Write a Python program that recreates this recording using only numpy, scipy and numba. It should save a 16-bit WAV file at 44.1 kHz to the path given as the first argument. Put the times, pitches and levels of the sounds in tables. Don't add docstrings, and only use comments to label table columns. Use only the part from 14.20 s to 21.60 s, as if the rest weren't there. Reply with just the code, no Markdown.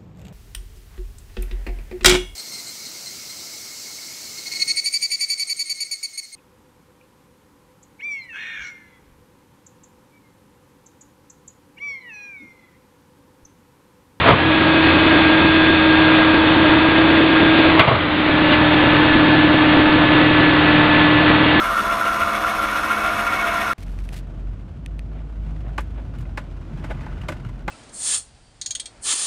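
import sys
import numpy as np
from scipy import signal
from scipy.fft import rfft, irfft
from scipy.io import wavfile
from scipy.ndimage import uniform_filter1d
from numba import njit

SR = 44100
rng = np.random.default_rng(int(sys.argv[2]) if len(sys.argv) > 2 else 0)


def file_out(sig):
    cols = np.atleast_2d(sig).T
    lim = np.clip(cols, -1, 1)
    pcm = np.round(lim * 32767).astype(np.int16)
    wavfile.write(sys.argv[1], SR, pcm)


N = 326340
T = np.arange(N) / SR

# (multiple of crankshaft speed [1], relative level in first stroke [dB], in second [dB])
EXHAUST_LINES = [(3, -16, -18.5), (4, 1.5, -5), (6, -6, -1.5), (7, -6.5, -10), (8, -1, 0.5),
                 (9, -8.5, -10.5)]
# (frequency [Hz], relative spectral density [dB per Hz])
ROAR_SPECTRUM = [(20, -11), (55, -10.5), (100, -1.5), (170, -2), (260, -0.5), (410, -4), (560, -0.5),
                 (800, -4), (1200, -2), (2000, -5), (3000, -9), (3600, -9), (4000, -17.5), (4600, -31.5)]
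# (frequency before scaling [Hz], relative level [dB])
SWEEP_PARTIALS = [(909.8, -34), (1620, -25.5), (2552, -32), (3246, -41), (3451, -34.5), (3634, -38),
                  (4366, -46.5), (4549, -59.5)]
PACK_PARTIALS = [(890, -4.5), (1545, -6.5), (1733, 2), (2590, -8), (2821, -8), (3273, -10.5), (3461, -14.5),
                 (3677, -11.5), (4323, -20)]
SQUEEZE_PARTIALS = [(1082, -4), (1955, -0.5)]
MOAN_PARTIALS = [(603, 0)]
WHINES = { "sweep": (0, 3.5, 1.37, -17, 2, 1620), "pack": (4, 8, 5.5, -20.5, 0, 1729),
          "moan": (4, 4.5, 4.0, -21, 6, 600), "squeeze": (5.85, 8, 5.5, -22, 2, 1954), }
# (peak time [s], level [dB])
OIL_SURGES = [(.8, -21), (3.5, -23), (6.1, -26)]
# (frequency [Hz], relative level [dB])
OIL_SPECTRUM = [(300, -29), (900, 1.5), (1500, 1.5), (2600, 5.5), (3500, -6.0), (4100, -5.5), (4800, -22.5)]
# (time [s], ring level [dB], thud level [dB], brightness [dB per octave])
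BLOWS = [(.058, -12.5, -28, -5.5), (.073, -13.5, -20, -6.5), (.083, -8, -22.5, -4), (.102, -9, -11.5, -5),
         (.124, -13.5, -13.5, -7), (3.443, -16.5, -32, -5), (3.495, -18, -34, -4.5),
         (3.573, -14.5, -40.5, -5.5), (3.592, -3.5, -12.5, 0), (3.632, -14, -26, -5.5),
         (3.673, -8, -13, -4), (3.711, -10, -14, -6.5), (3.749, -14, -19, -3.5), (4.325, -16.5, -47.5, 9)]
# (frequency [Hz], bandwidth [Hz], relative level [dB])
HOPPER_MODES = [(490, 56, -7.5), (675, 160, 3), (970, 220, 1.5), (1166, 200, 8), (1490, 110, -4),
                (2046, 250, 5.5), (2330, 140, -4.5), (2840, 220, -8), (3290, 110, -2)]
# (start [s], end [s], time of level peak [s], level there [dB],
# fade to either side [dB per s], pitch [Hz])
HOWLS = [(.12, 3.59, 3.1, -13.6, 0.2, 313.9), (3.72, 7.4, 5.5, -13.4, 2, 299.8)]
# (start [s], end [s], share of the usual gap [1])
CALMS = [(1.2, 1.55, .65), (1.55, 2.1, .22), (6.38, 7.0, .3)]

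CRANK_HZ, EXHAUST_DB = 20.44, -29
LOAD_S, LOAD_RISE_S, LOAD_SAG_HZ, LOAD_DB = 3.8, .45, .65, 5.5
TAKE_UP_DB, TAKE_UP_S = 4.5, 1.1
VALVE_OPEN_S, VALVE_SHUT_S = 0.1, 0.036
SETTLE_SHARE, CLIMB_SHARE, CLIMB_ABOVE_HZ, SETTLE_S = .04, .045, 2000, .35
SURGE_RISE_DB_PER_S, SURGE_FALL_DB_PER_S = 6.5, 4
RATTLE_T60_S, RATTLE_HALVING_DB = .22, 20
BLOCK_S, GAP_MS, GAP_SHRINK_MS_PER_S = .032, 1.06, .04
CAMERA_HZ, TOP_HZ = 4780, 15700


def undb(db):
    return 10 ** (np.asarray(db) / 20)


def unit(x):
    return x / np.sqrt(np.mean(x ** 2))


def walk(rate):
    points = rng.standard_normal(4096)
    joined = np.interp(T * rate, np.arange(len(points)), points)
    return unit(uniform_filter1d(joined, max(int(SR / rate / 2), 1)))


def turns(hz, clock=1):
    return 2 * np.pi * np.cumsum(hz * clock) / SR


def colour(x, points):
    hz, db = np.transpose(points)
    f = np.maximum(np.fft.rfftfreq(N, 1 / SR), 1)
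    gain = undb(np.interp(np.log(f), np.log(hz), db))
    return unit(irfft(rfft(x) * gain, N))


def resonate(x, hz, width_hz):
    return signal.lfilter(*signal.iirpeak(hz, hz / width_hz, fs=SR), x)


def ramp(start_s, length_s):
    return np.clip((T - start_s) / length_s, 0, 1)


def stroke(start_s, end_s, peak_s, db, fade_db_per_s):
    opening = 1 - np.exp(-np.maximum(T - start_s, 0) / VALVE_OPEN_S)
    shutting = np.exp(-np.maximum(T - end_s, 0) / VALVE_SHUT_S)
    return opening * shutting * undb(db - fade_db_per_s * np.abs(T - peak_s))


def camera_clock(cycle_hz=8.8, cycle=0.75, scatter=.3):
    gap_ms = GAP_MS - GAP_SHRINK_MS_PER_S * T
    for start_s, end_s, share in CALMS:
        gap_ms = gap_ms * np.where((T >= start_s) & (T < end_s), share, 1)
    cycle_phase = turns(cycle_hz * (1 + .15 * walk(8)))
    size = np.exp(cycle * np.cos(cycle_phase) + scatter * walk(60))
    gap_ms = np.maximum(gap_ms * size / np.mean(size), 0)
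    joins = np.arange(0, N, int(BLOCK_S * SR))
    clock = np.ones(N)
    clock[joins] += gap_ms[joins] * SR / 1000
    return clock


def diesel(clock, unsteady_db=1.5, roar_db=-15.5, knock=0.087, swell_db=0.67):
    load = ramp(LOAD_S, LOAD_RISE_S)
    crank_hz = CRANK_HZ - LOAD_SAG_HZ * load
    exhaust_db = EXHAUST_DB + LOAD_DB * load + TAKE_UP_DB * np.exp(-T / TAKE_UP_S)
    crank = turns(crank_hz * (1 + 0.0021 * walk(12)), clock)
    exhaust = 0
    for multiple, first_db, second_db in EXHAUST_LINES:
        db = first_db + load * (second_db - first_db) + unsteady_db * walk(14)
        exhaust = exhaust + undb(db) * np.sin(multiple * crank + rng.uniform(0, 2 * np.pi))
    firing = np.cos(3 * crank)
    roar = colour(rng.standard_normal(N) * (1 + knock * firing), ROAR_SPECTRUM)
    return undb(exhaust_db) * exhaust + undb(roar_db + swell_db * walk(10)) * roar


def whine(name, partials, clock, waver=0.001498, flicker_db=1.63, drift_db=1.0):
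    *shape, hz = WHINES[name]
    main_hz, main_db = max(partials, key=lambda p: p[1])
    starting = np.exp(-(T / SETTLE_S) ** 2)
    speed = hz / main_hz * (1 + waver * walk(25))
    out = 0
    for partial_hz, partial_db in partials:
        offset = SETTLE_SHARE if partial_hz < CLIMB_ABOVE_HZ else -CLIMB_SHARE
        glide = 1 + starting * offset
        tone = np.sin(turns(partial_hz * speed * glide, clock))
        db = partial_db - main_db + flicker_db * walk(35) + drift_db * walk(3)
        out = out + undb(db) * tone
    return out * stroke(*shape)


def oil(flicker_db=1.5):
    surges = []
    for s, peak_db in OIL_SURGES:
        below_db = np.maximum(SURGE_RISE_DB_PER_S * (s - T), SURGE_FALL_DB_PER_S * (T - s))
        surges.append(peak_db - below_db)
    db = np.max(surges, axis=0)
    hiss = colour(rng.standard_normal(N), OIL_SPECTRUM)
    return hiss * undb(db + flicker_db * walk(30))


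def hopper(crash_db=-10, rise_s=0.0016, dull_hz=3400, thud_hz=118, thud_width_hz=60, thud_t60=0.085):
    out = np.zeros(N)
    t = T[:SR // 2]
    f = np.maximum(np.fft.rfftfreq(len(t), 1 / SR), 300)
    octaves = np.log2(np.minimum(f, 2500) / 1000)
    dull = signal.butter(5, dull_hz, fs=SR, output="sos")
    attack = SR // 40
    for s, ring_db, thud_db, bright_db in BLOWS:
        t60 = RATTLE_T60_S * 2 ** (ring_db / RATTLE_HALVING_DB)
        rattle, push = rng.standard_normal((2, len(t))) * (1 - np.exp(-t / rise_s))
        rattle = signal.sosfilt(dull, rattle * undb(-60 * t / t60))
        ring = sum(undb(db) * resonate(rattle, hz, width) for hz, width, db in HOPPER_MODES)
        ring = ring + undb(crash_db) * resonate(rattle, 1100, 2500)
        ring = irfft(rfft(ring) * undb(bright_db * octaves), len(t))
        push = push * undb(-60 * t / thud_t60)
        thud = resonate(resonate(push, thud_hz, thud_width_hz), thud_hz, 2 * thud_width_hz)
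        ring = undb(ring_db) * ring / np.std(ring[:attack])
        thud = undb(thud_db) * thud / np.std(thud[:attack])
        start = int(s * SR)
        out[start:start + len(t)] += (ring + thud)[:N - start]
    return out


def howl(clock, throb_hz=19.0, throb=0.16, rough_db=1.0, second_db=-17, third_db=-22):
    throbbing = 1 + throb * np.sin(turns(throb_hz * (1 + .18 * walk(5))))
    swell = throbbing * undb(rough_db * walk(60))
    out = 0
    for *shape, hz in HOWLS:
        phase = turns(np.full(N, hz), clock)
        overtones = undb(second_db) * np.sin(2 * phase) + undb(third_db) * np.sin(3 * phase)
        out = out + stroke(*shape) * (np.sin(phase) + overtones)
    return np.sqrt(2) * swell * out


def scene():
    clock = camera_clock()
    pump = whine("sweep", SWEEP_PARTIALS, clock) + whine("pack", PACK_PARTIALS, clock)
    strain = whine("squeeze", SQUEEZE_PARTIALS, clock) + whine("moan", MOAN_PARTIALS, clock)
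    return (diesel(clock) + pump + strain + oil() + hopper() + howl(clock))[None]


@njit
def follow(x, attack, release):
    out, e = np.empty(len(x)), 0.
    for i in range(len(x)):
        e += (x[i] - e) * (attack if x[i] > e else release)
        out[i] = e
    return out


def record(dry, threshold_db=-10.0, attack_s=0.026, release_s=0.54):
    loudness = np.sqrt(np.abs(uniform_filter1d(dry[0] ** 2, SR // 200)))
    envelope = follow(loudness, 1 / (attack_s * SR), 1 / (release_s * SR))
    x = dry[0] / np.maximum(envelope / undb(threshold_db), 1)
    x = x / (1 + (x / .93) ** 8) ** (1 / 8)
    x = signal.sosfilt(signal.ellip(7, .5, 47, CAMERA_HZ, fs=SR, output="sos"), x)
    clipped = np.clip(x, -.97, .97)
    return signal.sosfilt(signal.ellip(8, .2, 70, TOP_HZ, fs=SR, output="sos"), clipped)[None]


dry = scene()
out = record(dry)
file_out(out)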